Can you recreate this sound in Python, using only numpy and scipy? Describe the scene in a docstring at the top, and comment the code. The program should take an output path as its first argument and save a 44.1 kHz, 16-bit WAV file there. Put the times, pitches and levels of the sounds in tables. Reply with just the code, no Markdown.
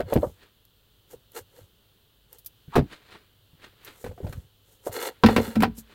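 """An air fryer basket is set on a wooden board, gripped, dragged off and pushed into the fryer until the catch snaps.
In between, a baked flatbread is picked out and dropped on the board, and a raw one is laid in.
Basket, board and the fryer's hollow, booming case ring in their own modes when hit; sliding is made of tiny slips.
Crust and catch snap in bursts of noise, sleeves swish, and a faint appliance hum fills a small, dry kitchen."""
import sys
import numpy as np
from scipy import signal
from scipy.fft import rfft, irfft, next_fast_len
from scipy.io import wavfile
from scipy.ndimage import map_coordinates

SR = 44100
rng = np.random.default_rng(int(sys.argv[2]) if len(sys.argv) > 2 else 0)


def waveform_to_disk(signal):
    """Save audio, clipped to [-1, 1], as 16-bit WAV at the path in sys.argv[1]."""
    frames = np.transpose(np.atleast_2d(signal))
    scaled = np.clip(frames, -1, 1) * 32767
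    samples = np.round(scaled).astype(np.int16)
    wavfile.write(sys.argv[1], SR, samples)


N = 261954  # length of the scene in samples


def amp(db):
    """Turn decibels into a gain."""
    return 10 ** (np.asarray(db) / 20)


def unit(x, span=N / SR):
    """Scale x so that its first span seconds have an rms level of 1."""
    beginning = x[:max(int(span * SR), 8)]
    return x / np.sqrt(np.mean(beginning ** 2) + 1e-20)


def along(points, hz):
    """Read a curve of (Hz, value) points at any frequency, on a log axis."""
    f, v = np.transpose(points)
    return np.interp(np.log(hz + 1), np.log(f + 1), v)


def filtered(x, response):
    """Multiply the spectrum of x by a function of frequency."""
    size = next_fast_len(len(x) + SR // 4)
    spectrum = rfft(x, size) * response(np.fft.rfftfreq(size, 1 / SR))
    return irfft(spectrum, size)[:len(x)]


def coloured(x, spectrum):
    """Boost or weaken each frequency of x by a (Hz, dB) curve."""
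    return filtered(x, lambda hz: amp(along(spectrum, hz)))


def band(x, lo_hz, hi_hz, order=3):
    """Keep mainly the range between two frequencies."""
    edges = [lo_hz, min(hi_hz, SR / 2 - 100)]
    return signal.sosfilt(signal.butter(order, edges, "band", fs=SR, output="sos"), x)


def wobble(rate):
    """Draw a smooth random curve with rate new values a second."""
    values = rng.standard_normal(int(N * rate / SR) + 4)
    return map_coordinates(values, [np.arange(N) * rate / SR])


def add(track, s, sound):
    """Mix a sound into the track at time s."""
    start = max(round(s * SR), 0)
    track[start:start + len(sound)] += sound[:N - start]


def stroke(middle, length, squareness):
    """Pressure of a sliding contact: it swells, holds and lets go."""
    distance = np.abs(2 * (np.arange(N) / SR - middle) / length)
    return np.exp(-np.minimum(distance, 20) ** squareness)


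def grains(rate, spread_db):
    """Tiny slips of uneven size, at random moments, about rate of them a second."""
    happens = rng.random(N) < rate / SR
    return happens * rng.standard_normal(N) * amp(spread_db * rng.standard_normal(N))


def blows(rows, modes, voice_db, focus, tilt_db, crack_db, rattle_db, span=.012):
    """Each blow rings an object's clear modes and a cracking, rattling crowd of dense ones.

    It is strongest near its contact frequency (low for a long contact) and falls away on both sides: its softness.
    """
    # Thud, knock, clack and tick. Each row: centre in Hz, low end in Hz, highest end in Hz,
    # fading time (60 dB) of the dense modes in seconds, their share of the power from 0 to 1, shortest rise in seconds.
    parts = [(152, 55, 330, 0.15, 0.08, 0.0028), (630, 291, 2350, 0.092, 0.54, 0.0004),
             (3080, 1737, 5200, 0.076, 0.7, 0.0013), (9400, 6100, 22000, 0.073, 1, 0.00057)]
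    most_cycles = 260  # plastic and wood damp every mode within this many cycles
    track, t = np.zeros(N), np.arange(SR // 3) / SR
    hz, mode_db, t60 = np.transpose(modes)[:, :, None]
    fading_s = np.minimum(t60, most_cycles / hz)
    ringing = amp(mode_db - 60 * t / fading_s) * np.sin(2 * np.pi * hz * t)
    crack = 1 + amp(crack_db - 60 * t / 0.013)
    centres = np.transpose(parts)[0]
    for s, blow_db, contact_hz, softness in rows:
        # parts far from the contact frequency are weak, the more so the softer the blow
        levels = blow_db + np.array(voice_db) - softness * np.abs(np.log2(centres / contact_hz))

        def favour(f):
            """The contact time favours modes near one frequency and drives higher ones less."""
            peak = 1 + focus / (1 + (11.0 * np.log2((f + 1) / contact_hz)) ** 2)
            return peak * amp(tilt_db * np.log2(np.hypot(1, np.minimum(f, 6000) / contact_hz)))

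        strength = favour(hz) * amp(rng.standard_normal(hz.shape))
        rattle = amp(rattle_db * np.interp(t, t[::64], rng.standard_normal(len(t[::64]))))
        crowd = filtered(crack * rattle * rng.standard_normal(len(t)), favour)
        # a cushioned blow, with little clack beside its knock, builds up more slowly
        cushion = np.clip((levels[1] - levels[2]) / 8, 1, 4)
        for db, (_, lo, hi, life, share, rise) in zip(levels, parts):
            top_hz = min(hi, max(2.2 * contact_hz, 3.2 * lo))  # long contacts are dull
            attack = 1 - np.exp(-t / (rise * cushion))
            inside = 1 / (1 + (lo / hz) ** 6 + (hz / top_hz) ** 6)
            clear = unit((inside * strength)[:, 0] @ ringing * attack, span)
            dense = unit(band(crowd * attack * amp(-60 * t / life), lo, top_hz), span)
            part = np.sqrt(1 - share) * clear + np.sqrt(share) * dense
            add(track, s, amp(db) * unit(part, span + 3 * rise))
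    return track


def room(x):
    """The room answers with decaying noise, each frequency dying at its own speed."""
    # Each row: frequency in Hz, time to fade by 60 dB in seconds.
    fading = [(100, 0.14), (400, 0.1), (3000, 0.79), (15000, 0.6)]
    hz, t, z = signal.stft(rng.standard_normal(SR // 2), SR, nperseg=256)
    tail = signal.istft(z * amp(-60 * t / along(fading, hz)[:, None]), SR, nperseg=256)[1]
    delayed = np.pad(x, (SR // 150, 0))
    return signal.fftconvolve(delayed, tail / np.linalg.norm(tail))[:N]


def reflections(x):
    """Small hard surfaces close by return the upper range and comb it."""
    # Worktop, splashback and cupboard. Each row: delay in seconds, gain as a plain factor.
    surfaces = [(.0017, 0.065), (.0043, 0.18), (.0071, 0.14)]
    bright = band(x, 1500, 16000, order=1)
    return sum(gain * np.pad(bright, (round(delay * SR), 0))[:N] for delay, gain in surfaces)


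def kitchen():
    """A slightly unsteady appliance hum of pure tones under soft, filtered hiss."""
    # The tones of the hum. Each row: frequency in Hz, average level in dB.
    tones = [(50, -73.5), (103, -72.5)]
    # The colour of the hiss. Each row: frequency in Hz, relative level in dB.
    air_colour = [(20, -8), (50, -0.5), (110, 0), (180, -7.5), (300, -12), (430, -9.5), (700, -18),
                  (1500, -18), (2300, -24), (3050, -10), (4300, -16.5), (5400, -26.5), (10000, -26.5),
                  (15500, -18.5)]
    t = np.arange(N) / SR
    hum = np.zeros(N)
    for hz, db in tones:
        level = amp(db + 2 * wobble(4)) * np.sqrt(2)
        hum += level * np.sin(2 * np.pi * hz * t + .5 * wobble(5))
    drift = amp(.6 * wobble(3))
    return hum + amp(-62.5) * drift * unit(coloured(rng.standard_normal(N), air_colour))


def sleeves():
    """Cloth brushes on cloth as the arms move; the dull folds and the bright weave catch separately."""
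    # Each row: middle in seconds, length in seconds, level in dB.
    swishes = [(0.431, 0.054, -51), (2.745, 0.023, -40.5), (2.932, 0.037, -41.5), (3.128, 0.092, -47),
               (3.648, 0.039, -44.5), (3.881, 0.07, -44.5), (5.167, 0.058, -59), (5.924, 0.11, -55.5)]
    # The colour of the cloth. Each row: frequency in Hz, relative level in dB.
    cloth_colour = [(100, -3), (250, -1.5), (430, 2), (700, -6.5), (1500, -1), (2300, -4), (4200, -6.5),
                    (5500, -19.5), (9000, -20.5), (16000, -34)]
    pressure = sum(amp(db) * stroke(s, length, squareness=0.82) for s, length, db in swishes)
    cloth = coloured(grains(rate=9800, spread_db=-0.5), cloth_colour)
    folds = band(cloth, 83, 1200, order=1)
    weave = cloth - folds
    return pressure * unit(folds * amp(3.4 * wobble(70)) + weave * amp(wobble(82)))


def snapping():
    """Dry crust, crumbs and the catch snap in short, bright bursts of uneven noise."""
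    # Each row: start in seconds, level in dB, time to fade by 60 dB in seconds.
    snaps = [(0.137, -32.5, 0.035), (0.652, -56, 0.014), (1.319, -53.5, .015), (2.329, -44.5, 0.017),
             (2.385, -48, 0.067), (2.447, -52, 0.044), (2.461, -33.5, 0.051), (3.848, -43.5, 0.058),
             (5.626, -34, 0.037)]
    # The colour of the bursts. Each row: frequency in Hz, relative level in dB.
    snap_colour = [(1000, -34), (2500, -13.5), (5000, -5.5), (9000, -6.5), (13000, 5.5), (16000, 2.5)]
    track, t = np.zeros(N), np.arange(SR // 8) / SR
    for s, db, t60 in snaps:
        cracks = rng.standard_normal(len(t)) * amp(2.8 * rng.standard_normal(len(t)) - 60 * t / t60)
        add(track, s, amp(db) * unit(coloured(cracks, snap_colour), 0.0091))
    return track


def board():
    """The falling flatbread squeezes out a puff of air and flops from hard edge to soft middle; bumps ring the wood too."""
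    # How the wood rings. Each row: frequency in Hz, relative level in dB, longest time to fade by 60 dB in seconds.
    wood_modes = [(48.6, -10, 0.22), (83.8, -4.5, 0.086), (138, 5, 0.051), (244, 3, 0.04),
                  (405.4, -2.5, 0.081), (597, -8, 0.035), (830, -9, 0.029), (985, -4.5, 0.017),
                  (1194, -3, 0.019), (1524, -12, 0.056), (2060, -22.5, 0.039), (2560, -19, .035)]
    # How readily the board gives thud, knock, clack and tick, each in dB.
    wood_voice = (2, -2, -3, -2.5)
    # Dull bumps on the board and worktop. Each row: start in seconds, strength in dB.
    bump_rows = [(2.68, -43), (2.82, -28), (3.532, -54), (4.44, -56)]
    bump_hz, bump_softness = 120, 6.5  # contact frequency, dB per octave
    # the bread lands in a run of contacts, ever further apart and lower
    flop_start_s, first_gap_s, gap_growth = 2.755, .0036, 1.34
    flop_db, arch_db = -14.5, 2.5  # peak of the run; how much weaker the first and last contacts are
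    edge_hz, flat_hz, sink_s = 1000, 112, .016  # contact of edge and soft middle; time constant of the fall
    flop_softness = 7.3  # dB per octave
    puff_lead_s, puff_s, puff_db = .008, .036, -39.5

    through = np.linspace(0, 1, 6)
    age = first_gap_s * (gap_growth ** np.arange(len(through)) - 1) / (gap_growth - 1)
    contact_db = flop_db - arch_db * (2 * through - 1) ** 2
    contact_hz = flat_hz + (edge_hz - flat_hz) * np.exp(-age / sink_s)
    flop = zip(flop_start_s + age, contact_db, contact_hz, np.full(len(through), flop_softness))
    bumps = [(s, db, bump_hz, bump_softness) for s, db in bump_rows]
    wood = blows([*flop, *bumps], wood_modes, wood_voice, focus=2.0, tilt_db=-9, crack_db=7.5, rattle_db=7.0)
    air = unit(band(rng.standard_normal(N), lo_hz=780, hi_hz=1350))
    return wood + amp(puff_db) * stroke(flop_start_s - puff_lead_s, puff_s, squareness=3.1) * air


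def fryer():
    """The hollow case booms in its own modes under every hit of the basket."""
    # How the case rings. Each row: frequency in Hz, relative level in dB, longest time to fade by 60 dB in seconds.
    case_modes = [(54.5, -20.5, 0.66), (103.6, -12.5, 0.29), (228, 8, 0.1), (224.6, -11, 0.4),
                  (267.2, -10, 0.18), (422.6, -11.5, 0.2), (457.5, -4.5, 0.1), (483, -5, 0.087),
                  (572, -32, 0.031), (748, -16, 0.13), (776, 2, 0.039), (980, -9, 0.11),
                  (1339, -8.5, 0.088), (1465, -5.5, 0.034), (1530, -14, 0.11), (1882, -11.5, 0.026),
                  (2300, -36, 0.13), (2690, -14.5, 0.072), (3590, -28, .07), (4180, -23.5, 0.23),
                  (4240, -24.5, 0.057)]
    # How readily the case gives thud, knock, clack and tick, each in dB.
    case_voice = (5.5, -1, -1, -8.5)
    # The basket hits the fryer's mouth, then its rails, then the back and the catch.
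    # Each row: start in seconds, strength in dB, contact frequency in Hz, softness in dB per octave.
    hits = [(5.2355, -4, 1083, 10.5), (5.242, -5.5, 303, 9), (5.261, -19, 1900, 4.5), (5.285, -14, 840, 8),
            (5.309, -21, 400, 8.5), (5.3625, -15.5, 1050, 4), (5.378, -14.5, 468, 6), (5.400, -19, 475, 15),
            (5.478, -34, 232, 7.5), (5.555, -30.5, 1274, 3.5), (5.566, -17, 247, 8.5),
            (5.589, -14.5, 221, 19), (5.604, -34.5, 910, 0.5), (5.622, -24.5, 570, 1.5),
            (5.633, -13.5, 795, 6), (5.640, -22, 1480, 13.5), (5.676, -33, 180, 6.5),
            (5.778, -41.5, 225, 10.5)]
    return blows(hits, case_modes, case_voice, focus=1.7, tilt_db=-10, crack_db=0.5, rattle_db=1)


def friction():
    """Gains of groan, rasp and fizz follow the pressure; brightness adds fizz, and in a scrape also rasp."""
    # The basket dragged off the board. Each row: time in seconds, pressure in dB, brightness in dB.
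    drag_path = [(4.91, -43.5, -25), (4.928, -48.5, 8.5), (4.968, -31.5, -10), (4.974, -34, -7.5),
                 (4.99, -32, -15), (5.014, -36.5, -2), (5.076, -34, -3), (5.114, -45, -18.5),
                 (5.15, -69, -11)]
    # Shorter scrapes of the basket on the board and in the fryer.
    # Each row: middle in seconds, length in seconds, pressure in dB, brightness in dB.
    scrape_rows = [(.13, 0.068, -32.5, -20.5), (.226, .014, -34, -44), (5.304, 0.068, -33.5, -14.5),
                   (5.44, 0.17, -39, -6)]
    # Bread and fingers brushing the basket.
    # Each row: middle in seconds, length in seconds, pressure in dB, brightness in dB.
    brush_rows = [(.24, .15, -62, 6), (1.123, 0.043, -54, 1), (1.376, 0.042, -39, -2),
                  (1.587, 0.11, -58, -3), (2.347, 0.065, -59, -1), (3.877, 0.066, -72.5, 13.5),
                  (4.021, 0.142, -61.5, 5.5), (4.31, 0.19, -56.5, -3.5), (4.72, 0.12, -67.5, 4.5),
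                  (4.872, 0.041, -46, 1), (5.788, 0.035, -61.5, 18.5)]
    scrape_rasp_db, rasp_per_brightness = 1, 0.49  # rasp over groan; dB it gains for each dB of brightness
    brush_rasp_db = -5.5  # rasp over groan

    def scrape(db, bright):
        """Groan, rasp and fizz gains of the basket scraping."""
        return amp([db, db + scrape_rasp_db + rasp_per_brightness * bright, db + bright])

    def brush(db, bright):
        """Groan, rasp and fizz gains of a light brushing."""
        return amp([db, db + brush_rasp_db, db + bright])

    def strokes(rows, kind):
        """Sum the gains of separate strokes over time."""
        return sum(np.outer(kind(db, bright), stroke(s, length, squareness=1.4))
                   for s, length, db, bright in rows)

    t = np.arange(N) / SR
    s, pressure, brightness = np.transpose(drag_path)
    dragging = (t > s[0]) * (t < s[-1])
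    drag = scrape(np.interp(t, s, pressure), np.interp(t, s, brightness)) * dragging
    return drag + strokes(scrape_rows, scrape) + strokes(brush_rows, brush)


def rubbing():
    """Slips under each stroke set the basket's low modes groaning; coarser grit rasps its high ones; crumbs fizz."""
    # Resonances of the rubbed basket. Each row: frequency in Hz, width in Hz, relative level in dB.
    resonances = [(430, 119, 2.5), (548, 65, 1.5), (640, 52, -12.5), (790, 270, -8.5), (908, 100, -5),
                  (1340, 70, -8.5), (1622, 160, -12), (1960, 100, -13), (2126, 85, -13), (2885, 150, -15.5),
                  (3450, 140, -16.5), (4210, 220, -15), (4660, 630, -25)]
    # The colour of the fizz. Each row: frequency in Hz, relative level in dB.
    fizz_colour = [(2500, -13), (5000, -4.5), (7500, 2), (10000, -2), (13500, 2.5), (16000, -6.5)]

    def walls(f):
        """Sum of the resonances, with alternating signs."""
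        total = 0
        for k, (centre, width, db) in enumerate(resonances):
            total = total + (-1) ** k * amp(db) * 1j * f * width / (centre * centre - f * f + 1j * f * width)
        return total

    groan, rasp, fizz = friction()
    grip = amp(2 * wobble(350))
    body = filtered(grains(rate=8100, spread_db=2.5) * grip, walls)
    grit = filtered(grains(rate=2200, spread_db=4.0) * grip, walls)
    crumbs = coloured(grains(rate=20000, spread_db=2) * grip, fizz_colour)
    return groan * unit(band(body, 210, 1000)) + rasp * unit(band(grit, 813, 5500)) + fizz * unit(crumbs)


def basket():
    """Each knock rings the basket's modes, then a low thud follows: the basket rocking back onto the board, or
    the limp raw dough slumping after it is patted in."""
    # How the basket rings. Each row: frequency in Hz, relative level in dB, longest time to fade by 60 dB in seconds.
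    basket_modes = [(52.54, -13, 0.23), (89.7, -11, 0.083), (121, -6, 0.072), (243.4, -1.5, 0.049),
                    (335, -7, 0.045), (397, 3, 0.062), (488.4, 7.5, 0.046), (550, -3, 0.064),
                    (702, -4, 0.087), (1095, -13.5, 0.085), (1335, -17.5, 0.018), (1522, -13, 0.0766),
                    (2640, -33.5, 0.11)]
    # How readily the basket gives thud, knock, clack and tick, each in dB.
    basket_voice = (0.3, -2.1, -0.8, -.5)
    # The basket set down, nudged, loaded and gripped. Each row: start in seconds, strength in dB,
    # contact frequency in Hz, softness in dB per octave, strength of the settling thud in dB.
    knock_rows = [(.001, -21.5, 632, 8, -34.5), (.124, -17, 550, 9.5, -34), (.157, -7, 305.6, 10, -26),
                  (0.23, -13.5, 560, 22, -31), (.266, -37, 470, 14, -41), (1.133, -33.5, 472, 14.5, -57),
                  (1.383, -49, 398, 6.5, -48), (1.586, -45.5, 474, 9, -48), (4.042, -30, 435, 5.5, -42),
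                  (4.063, -34, 500, 6, -32.5), (4.111, -38.5, 520, 10, -48), (4.178, -43.5, 720, 9, -66),
                  (4.203, -29.5, 410, 12.5, -25), (4.242, -34, 393, 10.5, -44), (4.266, -37, 607, 7, -30.5),
                  (4.326, -41.5, 1250, 3, -37.5), (4.866, -24, 622, 29, -36)]
    settle_s, settle_hz, settle_softness = 0.027, 98.3, 8  # delay, contact frequency, dB per octave
    knocks = [row[:4] for row in knock_rows]
    thuds = [(s + settle_s, db, settle_hz, settle_softness) for s, *_, db in knock_rows]
    return blows(knocks + thuds, basket_modes, basket_voice, focus=4.7, tilt_db=-10.0, crack_db=-1.5, rattle_db=6.5)


def scene():
    """Basket, board and fryer close by, with reflections, a faint room answer and the kitchen hum."""
    near = sleeves() + snapping() + board() + fryer() + rubbing() + basket()
    return (near + reflections(near) + amp(-31.5) * room(near) + kitchen())[None]


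def record(dry):
    """Round off the tallest peaks, then keep nothing above a top frequency."""
    top_hz = 16000
    rounded = dry[0] / (1 + np.abs(dry[0] / .9) ** 8) ** (1 / 8)
    return filtered(rounded, lambda hz: hz < top_hz)[None]


dry = scene()
out = record(dry)
waveform_to_disk(out)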